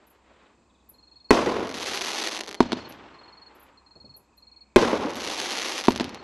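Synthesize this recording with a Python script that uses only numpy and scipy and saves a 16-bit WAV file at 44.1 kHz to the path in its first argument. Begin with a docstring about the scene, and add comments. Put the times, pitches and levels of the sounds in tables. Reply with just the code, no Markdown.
"""Outdoors at night, a firework cake fires: shells thump out of their tubes, climb and burst into crackling stars.
Shock waves are N-shaped pressure pulses with ground bounce, smeared echoes and decaying noise from the land.
Stars are random pulses, each a push and a suction; the climbing tracers are sputtering coloured noise.
Distant thuds are bands of decaying noise; crickets and a bat are gliding tones with a foliage echo.
Coloured noise and a wavering hum make a steady background; loud shocks overload the stereo microphones."""
import sys
import numpy as np
from scipy import signal
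from scipy.fft import rfft, irfft
from scipy.io import wavfile

SR = 44100
rng = np.random.default_rng(int(sys.argv[2]) if len(sys.argv) > 2 else 0)


def output_pcm(signal):
    """Save a mono or channel-first signal as 16-bit PCM at the path in sys.argv[1].

    Samples are clipped to [-1, 1] before scaling.
    """
    pcm = np.clip(np.atleast_2d(signal).T, -1, 1) * 32767
    wavfile.write(sys.argv[1], SR, np.round(pcm).astype(np.int16))


N = 274743
T = np.arange(N) / SR  # time [s]
SIZE = 8192  # length of short sounds and filter spectra [samples]


# Shell bursts; levels are relative, before filtering: (time [s], shock level [dB], shock length [ms],
# ground bounce lag [ms], echo level [dB], echo path length [ratio], crackle onset after burst [s],
# burn-out after burst [s], crackle level [dB])
BURSTS = [(1.3067, 3.5, 1.9, 4.6, -.7, 1, .485, 1.01, -37.4),
          (4.7607, 4.3, 1.88, 4.9, -.3, 1.035, .46, 1.055, -37.7)]
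# Echoes from houses and trees: (lag [s], relative level [dB], smear [s], treble edge [Hz])
BURST_ECHOES = [(.009, -8, .024, 5000), (.061, -9.5, 0.018, 4000), (.082, -12.5, 0.0072, 6100),
                (.163, -8, 0.012, 1040), (0.275, -14, 0.037, 700)]
# Diffuse echo of the land after a burst: (frequency [Hz], relative level [dB per Hz], T60 [s])
BURST_ROLL = [(39.2, -17, 1.7), (90, -8.5, 1.8), (145, -11, 1.7), (224, .8, 1.7), (430, 2, 1.74),
              (700, -2.5, 1.55), (1030, -1.3, 1.46), (1560, -13, 1.8), (2900, -15.5, 1.48),
              (6150, -20.5, 1.06), (8400, -33, 0.89), (11440, -37, 1.3), (13000, -57.5, 1)]
WHUMP_DB = -22  # relative to the shock


def bursts():
    """Shock radiation and reflection: a direct N-wave, a ground bounce, smeared echoes and a long roll."""
    out = np.zeros((2, N))
    for s, db, ms, bounce_ms, echo_db, path, *_ in BURSTS:
        n_wave = shock(ms, cut_hz=279, ring=1.15, low_hz=195)
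        wave = undb(db) * edge(n_wave, 5000, "low", order=1)
        # things close to the microphone roughen the crack
        roughness = edge(smear(wave, length_s=.004), 600, "high", order=1)
        near = wave + undb(-7) * roughness
        add(out, s, near)
        add(out, s, whump(db + WHUMP_DB))
        bounce = undb(2.0) * edge(near, 5000, "low", order=1)
        add(out, s + bounce_ms / 1000, bounce)
        for lag, gain_db, length_s, top_hz in BURST_ECHOES:
            echo = edge(smear(wave, length_s), top_hz, "low", order=1)
            add(out, s + lag * path, undb(gain_db + echo_db + 0.5) * echo)
        add(out, s, undb(echo_db - 6) * roll(BURST_ROLL, rise_s=.01, side_db=-29.5))
    return out


# Lift charges; levels are relative, before filtering:
# (time [s], level [dB], shock length [ms], diffuse echo level [dB])
LIFTS = [(2.6049, 2.2, 2.5, 3.5), (5.8831, 1.8, 2.52, 4.7)]
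# Resonances of the launch tube: (frequency [Hz], level [dB], T60 [s])
TUBE = [(250, -10.7, 0.07), (495, -17, 0.029), (645, -22.5, 0.03), (930, -8.6, 0.027)]
# Direct path, then walls: (lag [s], boom level [dB], boom treble edge [Hz], crack level [dB], crack smear [s])
LIFT_PATHS = [(0, 1, 1400, -1, 0.006), (0.023, -20, 1000, -15, 0.005), (0.1157, -19, 1000, -5, 0.0028),
              (.1246, -11.5, 700, -6, .005), (.164, -24, 700, -15, 0.036)]
# Spectrum of the crack: (frequency [Hz], relative level [dB per Hz])
CRACK_COLOUR = [(300, -1), (900, 2.5), (2000, -0.5), (4300, 0.5), (6200, -9.5), (8500, -22), (11000, -27),
                (13000, -46)]
# Diffuse echo of the land after a lift: (frequency [Hz], relative level [dB per Hz], T60 [s])
LIFT_ROLL = [(40, -2, 0.33), (95, 0, 1.2), (145, -7.5, 1.5), (242, 5.5, 1.1), (400, -6.5, 1.9),
             (700, -9.5, 1.7), (950, -13, 4.4), (1480, -18, 3), (3000, -19, 1.9), (6040, -27, 1.3),
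             (8200, -34, 0.23), (12500, -60, .6)]
LIFT_WHUMP_DB = -30


def lifts():
    """Tube resonance and rough-wall reflection: each lift charge cracks, booms and slaps back."""
    out = np.zeros((2, N))
    t = T[:SIZE]
    tube = np.zeros(SIZE)
    for hz, db, t60 in TUBE:
        # the leaving shell pulls the air out of the tube, so the ring starts with a suction
        tube -= undb(db) * np.sin(2 * np.pi * hz * t) * decay(t, t60)
    tube = edge(tube, 90, "high", order=1)
    click = signal.unit_impulse(SIZE)
    for s, db, ms, echo_db in LIFTS:
        boom = shock(ms, cut_hz=365, ring=1.48, low_hz=289) + tube + whump(LIFT_WHUMP_DB)
        for lag, boom_db, top_hz, crack_db, length_s in LIFT_PATHS:
            # the rougher the path, the less is left of the clean click
            clean = undb(-4) * np.exp(-length_s / .012)
            crack = colour(clean * click + undb(-7) * smear(click, length_s), CRACK_COLOUR)
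            arrival = undb(db + boom_db) * edge(boom, top_hz, "low") + undb(db + crack_db) * crack
            add(out, s + lag, arrival)
        add(out, s, undb(echo_db - 20.5) * roll(LIFT_ROLL, rise_s=.004, side_db=-22))
    return out


# Spectrum of the stars: (frequency [Hz], relative level [dB per Hz])
STAR_COLOUR = [(88, -63), (150, -33), (185, -2), (314, 4), (635, -.5), (964, 1), (1550, -1.5), (1870, 0),
               (4400, 0.5), (5320, -3.5), (6190, -1.5), (7000, -10), (8600, -17.5), (9600, -13.5),
               (10400, -17), (11300, -14), (12700, -33), (14000, -72.5)]
# Loud lone stars: (time [s], pulse level before suction and colouring [dB])
POPS = [(2.2385, -11), (2.3595, -17), (2.3755, -15.5), (2.3925, -16.5), (2.4064, -17), (2.4093, -11),
        (2.436, -20), (2.475, -22), (2.4795, -20), (2.491, -18), (2.5125, -18.5), (2.5278, -21),
        (2.5448, -17.5), (2.5497, -19.5), (2.924, -28), (5.7803, -10.5), (5.8715, -14), (5.907, -15),
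        (5.9205, -15), (5.961, -11.5), (5.977, -16), (6.0155, -19), (6.0435, -16), (6.0935, -22.5),
        (6.1462, -20.5)]
STAR_FUSE_SPREAD_S, STAR_LIFE_SPREAD_S = .04, .034  # how unevenly the stars start and burn out
STAR_SWELL_DB_PER_S = 3  # the snaps grow as the stars burn down
SNAPS_PER_S = 2200  # at the height of the crackle
POP_BOUNCE_S, POP_BOUNCE_DB = .005, -9  # the ground repeats each lone snap
WASH_DB, WASH_S, WASH_TOP_HZ = -3, .16, 750  # level, decay time constant and treble edge


def crackle(gain_db=7):
    """Random pulse process: after each burst, stars wait, sizzle by the hundred, then thin out."""
    clicks = np.zeros(N)
    for s, *_, fuse_s, life_s, db in BURSTS:
        started = step(s + fuse_s, STAR_FUSE_SPREAD_S)
        burnt_out = step(s + life_s, STAR_LIFE_SPREAD_S)
        active = started * (1 - burnt_out) * (T > s)
        clumps = unit(undb(1.6 * walk(N, 130))) ** 2
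        # many snaps are small, few are large; the first and last are both sparser and softer
        sizes = unit(np.abs(rng.standard_normal(N)))
        fires = rng.random(N) < SNAPS_PER_S / SR * active ** (2 / 3) * clumps
        snaps = fires * sizes * active ** (1 / 6)
        swell_db = STAR_SWELL_DB_PER_S * np.minimum(T - s - life_s, 0)
        # allow for the pulse density and the energy of the colour filter
        scale = np.sqrt(SR / SNAPS_PER_S) / np.linalg.norm(response(STAR_COLOUR))
        clicks += snaps * undb(db + swell_db + gain_db) * scale
    for s, db in POPS:
        add(clicks, s, undb([db]))
        add(clicks, s + POP_BOUNCE_S, undb([db + POP_BOUNCE_DB]))
    clicks = suction(clicks)
    # each star has its own place in the sky
    side = undb(-22) * edge(clicks * rng.standard_normal(N), 3000, "high", order=1)
    # grass and leaves scatter a short, soft tail after every snap
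    tail = undb(-14.5) * edge(smear(clicks, length_s=0.059), 7000, "low", order=1)
    # the land gives the crackle back, late and dull
    land = rng.standard_normal(SR) * np.exp(-T[:SR] / WASH_S)
    returned = signal.oaconvolve(clicks, land / np.linalg.norm(land))[:N]
    wash = undb(WASH_DB) * edge(returned, WASH_TOP_HZ, "low")
    return colour(clicks + side * np.array([[1], [-1]]) + tail + wash, STAR_COLOUR)


# Climbing shells: (launch [s], hiss level at launch [dB], last flare [s], flare level [dB])
CLIMBS = [(-.85, -50.5, .29, -58.8), (2.62, -49.5, 3.52, -57.5)]
# Spectrum of the hiss: (frequency [Hz], relative level [dB per Hz])
TRACER_COLOUR = [(150, -5.5), (350, 7.5), (700, 3), (1000, 4.5), (1500, 1), (3000, -5.5), (4500, -14),
                 (7000, -29), (12000, -55)]
CLIMB_FADE_DB_PER_S = 14  # the hiss recedes with height
FLARE_ATTACK_S, FLARE_HOLD_S, FLARE_RELEASE_S = .06, .16, .085  # the release is a time constant
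SPUTTER_DB, SPUTTER_PER_S = 2.2, 90  # depth and rate of the random level wander


def tracer():
    """Amplitude-modulated noise: the hiss sputters and fades with height, flares once and goes out."""
    gain = np.zeros(N)
    for launch_s, db, flare_s, flare_db in CLIMBS:
        climb_db = db - CLIMB_FADE_DB_PER_S * np.maximum(T - launch_s, 0)
        climb = undb(climb_db) * (T > launch_s)
        flaring = np.clip(1 + (T - flare_s) / FLARE_ATTACK_S, 0, 1)
        burning = np.exp(-np.maximum(T - flare_s - FLARE_HOLD_S, 0) / FLARE_RELEASE_S)
        gain += (climb * (1 - flaring) + undb(flare_db) * flaring) * burning
    sputter = undb(SPUTTER_DB * walk(N, SPUTTER_PER_S))
    return gain * sputter * unit(colour(air(N, side_db=-28), TRACER_COLOUR))


# Faint thuds far off: (time [s], level before decay [dB], centre frequency [Hz], T60 [s])
THUDS = [(.312, -50, 600, 0.058), (.575, -62, 300, .2), (.91, -61, 328, .35), (2.485, -43, 350, .25),
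         (3.956, -53.5, 406, 0.3), (3.959, -56.5, 99, 0.58), (4.042, -44, 220, 0.14),
         (4.068, -52, 100, 0.35), (4.16, -59, 450, 0.37)]


def thuds():
    """Band-limited noise decay: dull knocks from far away, each about an octave wide."""
    out = np.zeros((2, N))
    for s, db, hz, t60 in THUDS:
        below = edge(air(SR, side_db=-37), hz * np.sqrt(2), "low", order=3)
        body = unit(edge(below, hz / np.sqrt(2), "high"))
        add(out, s, undb(db) * body * decay(T[:SR], t60))
    return out


# Cricket voices: name: (stroke rate [per s], nominal stroke level [dB], mid-stroke pitch [Hz],
# fall within a stroke [share], foliage echo [dB])
CRICKETS = {"near": (22.3, -45.6, 4330, .033, -17), "raspy": (19, -66, 3750, .22, -6),
            "far": (24, -73.3, 2544, .1, -8), "quick": (47, -70.5, 2334, .13, -8)}
# Trills: (cricket [name], first stroke [s], last stroke [s], effort [dB])
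TRILLS = [("far", .03, 6.2, 0), ("raspy", .273, .45, -1), ("raspy", .693, .795, 2),
          ("near", .939, 1.287, -2.5), ("raspy", 1.078, 1.185, 0), ("near", 2.524, 2.845, 0),
          ("near", 3.14, 3.461, 0), ("near", 3.773, 3.773, 0), ("near", 3.862, 4.139, .5),
          ("near", 4.376, 4.607, .5), ("quick", 4.42, 4.74, 0), ("near", 5.95, 6.183, -4)]
WARM_UP_STROKES, COLD_DB, COLD_FLAT = 2.6, -6, .028  # a trill starts softer and flatter (share of pitch)


def crickets(duty=.52):
    """Stridulation: each wing stroke rings a falling note; a trill starts low, short and soft, then settles."""
    voices = {name: np.zeros(N) for name in CRICKETS}
    for name, first, last, effort_db in TRILLS:
        rate, db, hz, fall, _ = CRICKETS[name]
        strokes = np.linspace(first, last, round((last - first) * rate) + 1)
        for k, s in enumerate(strokes):
            cold = np.exp(-k / WARM_UP_STROKES)
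            pitch = hz * (1 + fall / 2 - COLD_FLAT * cold + .003 * rng.standard_normal())
            force_db = db + effort_db + COLD_DB * cold + 1.2 * rng.standard_normal()
            note = chirp(duty / rate * (1 - .25 * cold), pitch, fall)
            add(voices[name], s, undb(force_db) * note)
    out = 0
    for name, voice in voices.items():
        # a hard surface nearby repeats each stroke once
        add(voice, .016, undb(-11) * voice)
        out = out + among_trees(voice, wet_db=CRICKETS[name][-1], t60=.4)
    return out


# Bat calls: (time [s], level before decay [dB])
BAT = [(.068, -56), (.099, -55), (.890, -41.5), (1.95, -43.5), (2.889, -43.5), (3.549, -58.5), (3.596, -52),
       (3.625, -52), (4.164, -44), (4.37, -58), (5.152, -45.5), (5.893, -45)]
BAT_HZ = 13100  # where each sweep starts


def bat():
    """Frequency-modulated calls: steep falling sweeps at the top of hearing."""
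    out = np.zeros(N)
    for s, db in BAT:
        call = chirp(0.018, BAT_HZ, fall=0.24)
        add(out, s, undb(db) * call * np.exp(-T[:len(call)] / 0.019))
    return among_trees(out, wet_db=-6.5, t60=0.15)


# Spectrum of the steady background noise: (frequency [Hz], relative level [dB per Hz])
BACKGROUND_COLOUR = [(25, -11), (55, -1), (85, -1), (140, -9), (230, 1.5), (400, -6), (700, -9),
                     (1000, -5.5), (1400, -16), (2200, -20.5), (3200, -25.5), (4400, -21.5), (5800, -28.5),
                     (7600, -20), (9500, -40), (11000, -52)]
BACKGROUND_DB = -64.3  # rms level, before its slow wander


def background():
    """Coloured noise and frequency modulation: steady background noise with a low, wavering hum."""
    phase = 2 * np.pi * np.cumsum(63 + 0.72 * walk(N, 14)) / SR
    hum = undb(-67.2 + 1.5 * walk(N, 4)) * np.sin(phase)
    level = undb(BACKGROUND_DB + 0.67 * walk(N, 4.8))
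    return level * unit(colour(air(N, side_db=-10), BACKGROUND_COLOUR)) + hum


def shock(ms, cut_hz, ring, low_hz):
    """Resonant high-pass response: the microphone's low cut makes an N-shaped pressure wave swing on."""
    wave = np.interp(T[:SIZE] * 1000, [0, ms, ms + .1], [1, -1, 0])
    w = 2 * np.pi * cut_hz
    b, a = signal.bilinear([1, 0, 0], [1, w / ring, w * w], SR)
    return edge(signal.lfilter(b, a, wave), low_hz, "high", order=1)


WHUMP_HZ, WHUMP_S = 86, .011  # pitch and decay time constant


def whump(db):
    """Damped oscillation: expanding gas gives one low, quickly damped swing."""
    t = T[:SIZE]
    return -undb(db) * np.sin(2 * np.pi * WHUMP_HZ * t) * np.exp(-t / WHUMP_S)


def roll(bands, rise_s, side_db):
    """Diffuse reverberation: countless small echoes arrive in clumps; each band decays at its own pace."""
    n = 2 * SR
    t = T[:n]
    hz, db, t60 = np.transpose(bands)
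    log_hz = np.log(hz)
    grid = np.log(np.maximum(np.fft.rfftfreq(n, 1 / SR), 1))
    clumps = undb(2.6 * walk(n, 200))
    spectrum = rfft(air(n, side_db) * clumps) * undb(np.interp(grid, log_hz, db))
    out = 0
    for share, life in zip(np.eye(len(hz)), t60):
        # a triangular band around one frequency of the table
        band = irfft(spectrum * np.interp(grid, log_hz, share))
        out = out + band * decay(t, life)
    return out * (1 - np.exp(-t / rise_s))


def smear(x, length_s):
    """Scattering: spread a sound over many small reflections of about the same total energy."""
    facets = air(SIZE, side_db=-9) * np.exp(-T[:SIZE] / length_s)
    facets = facets / np.linalg.norm(facets[0])
    return signal.oaconvolve(np.atleast_2d(x), facets, axes=1)[:, :x.shape[-1]]


SNAP_MS, SNAP_SUCTION = (.1, .9), .45  # range of the lag and share of the suction after each snap


def suction(clicks):
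    """Comb interference: each snap pushes, then sucks after its own short lag, so their colours vary."""
    lags = (rng.uniform(*SNAP_MS, N) * SR / 1000).astype(int)
    pulls = np.bincount(np.arange(N) + np.maximum(lags, 0), clicks)[:N]
    return (clicks - SNAP_SUCTION * pulls) / np.hypot(1, SNAP_SUCTION)


def among_trees(x, wet_db, t60):
    """Diffuse scattering: a small voice with the soft echo of foliage."""
    leaves = air(SR, side_db=-16.5) * decay(T[:SR], t60)
    leaves = leaves / np.linalg.norm(leaves[0])
    return x + undb(wet_db) * signal.oaconvolve(x[None], leaves, axes=1)[:, :N]


def chirp(length_s, hz, fall):
    """Frequency glide: one tone starts quickly, slides down and stops."""
    u = np.linspace(0, 1, int(length_s * SR))
    phase = 2 * np.pi * np.cumsum(hz * (1 - fall * u)) / SR
    return 2 * np.sqrt(u * (1 - u)) * np.sin(phase)


def air(n, side_db):
    """Stereo coherence: noise at two close microphones differs mainly in the treble."""
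    mid, side = rng.standard_normal((2, n))
    return mid + undb(side_db) * edge(side, 2000, "high", order=1) * np.array([[1], [-1]])


def decay(t, t60):
    """Exponential decay: 60 dB down after t60 seconds."""
    return np.exp(-np.log(1000) * t / t60)


def walk(n, rate):
    """Random modulation: straight lines between normal draws, rate draws a second."""
    return np.interp(np.arange(n) / SR * rate, np.arange(SIZE), rng.standard_normal(SIZE))


def step(s, spread_s):
    """Logistic transition: a soft step from 0 to 1 around time s."""
    return (1 + np.tanh((T - s) / (2 * spread_s))) / 2


def response(points):
    """Minimum phase: a causal impulse response, peak 1, shaped by (frequency [Hz], level [dB]) points."""
    hz, db = np.transpose(points)
    grid = np.maximum(np.fft.rfftfreq(SIZE, 1 / SR), 1)
    cepstrum = irfft(np.log(undb(np.interp(np.log(grid), np.log(hz), db))))
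    # keeping only the first half of the cepstrum makes the response causal
    cepstrum[SIZE // 2:] = 0
    h = irfft(np.exp(rfft(2 * cepstrum)))[:SIZE // 4]
    return h / np.abs(h).max()


def colour(x, points):
    """Linear filtering: convolve a stereo sound with the response to (frequency [Hz], level [dB]) points."""
    return signal.oaconvolve(x, response(points)[None], axes=1)[:, :x.shape[1]]


def edge(x, hz, kind, order=2):
    """Butterworth filtering: low-pass or high-pass."""
    return signal.sosfilt(signal.butter(order, min(hz, SR / 2 - 1000), kind, fs=SR, output="sos"), x)


def undb(db):
    """Logarithmic level: decibels to amplitude gain."""
    return 10 ** (np.asarray(db) / 20)


def unit(x):
    """Mean-square normalisation: scale to rms 1."""
    return x / np.sqrt(np.mean(x ** 2))


def add(out, s, x):
    """Superposition: mix x into out from time s on."""
    i = max(int(round(s * SR)), 0)
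    n = max(min(x.shape[-1], out.shape[-1] - i), 0)
    out[..., i:i + n] += x[..., :n]


def scene():
    """Superposition: the fireworks over crickets, a bat and the background noise."""
    return bursts() + lifts() + crackle() + tracer() + thuds() + crickets() + bat() + background()


SAG_DB = (-10.5, -24)  # gain of the overload sag in the (left, right) microphone
SAG_SLOW_HZ, SAG_FAST_HZ = 13, 75  # the sag's recovery and onset, as filter edges
TOP_HZ = 13400  # treble limit


def record(dry):
    """Nonlinear overload: shocks are rounded and make the microphones sag, the left most; the top is cut."""
    rounded = dry / (1 + dry ** 4) ** (1 / 4)
    power = edge(dry ** 2, SAG_FAST_HZ, "low")
    sag = edge(power, SAG_SLOW_HZ, "high", order=1)
    heard = edge(rounded, 22, "high", order=1) - undb(SAG_DB)[:, None] * sag
    return signal.sosfilt(signal.ellip(8, .2, 70, TOP_HZ, fs=SR, output="sos"), heard)


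dry = scene()
out = record(dry)
output_pcm(out)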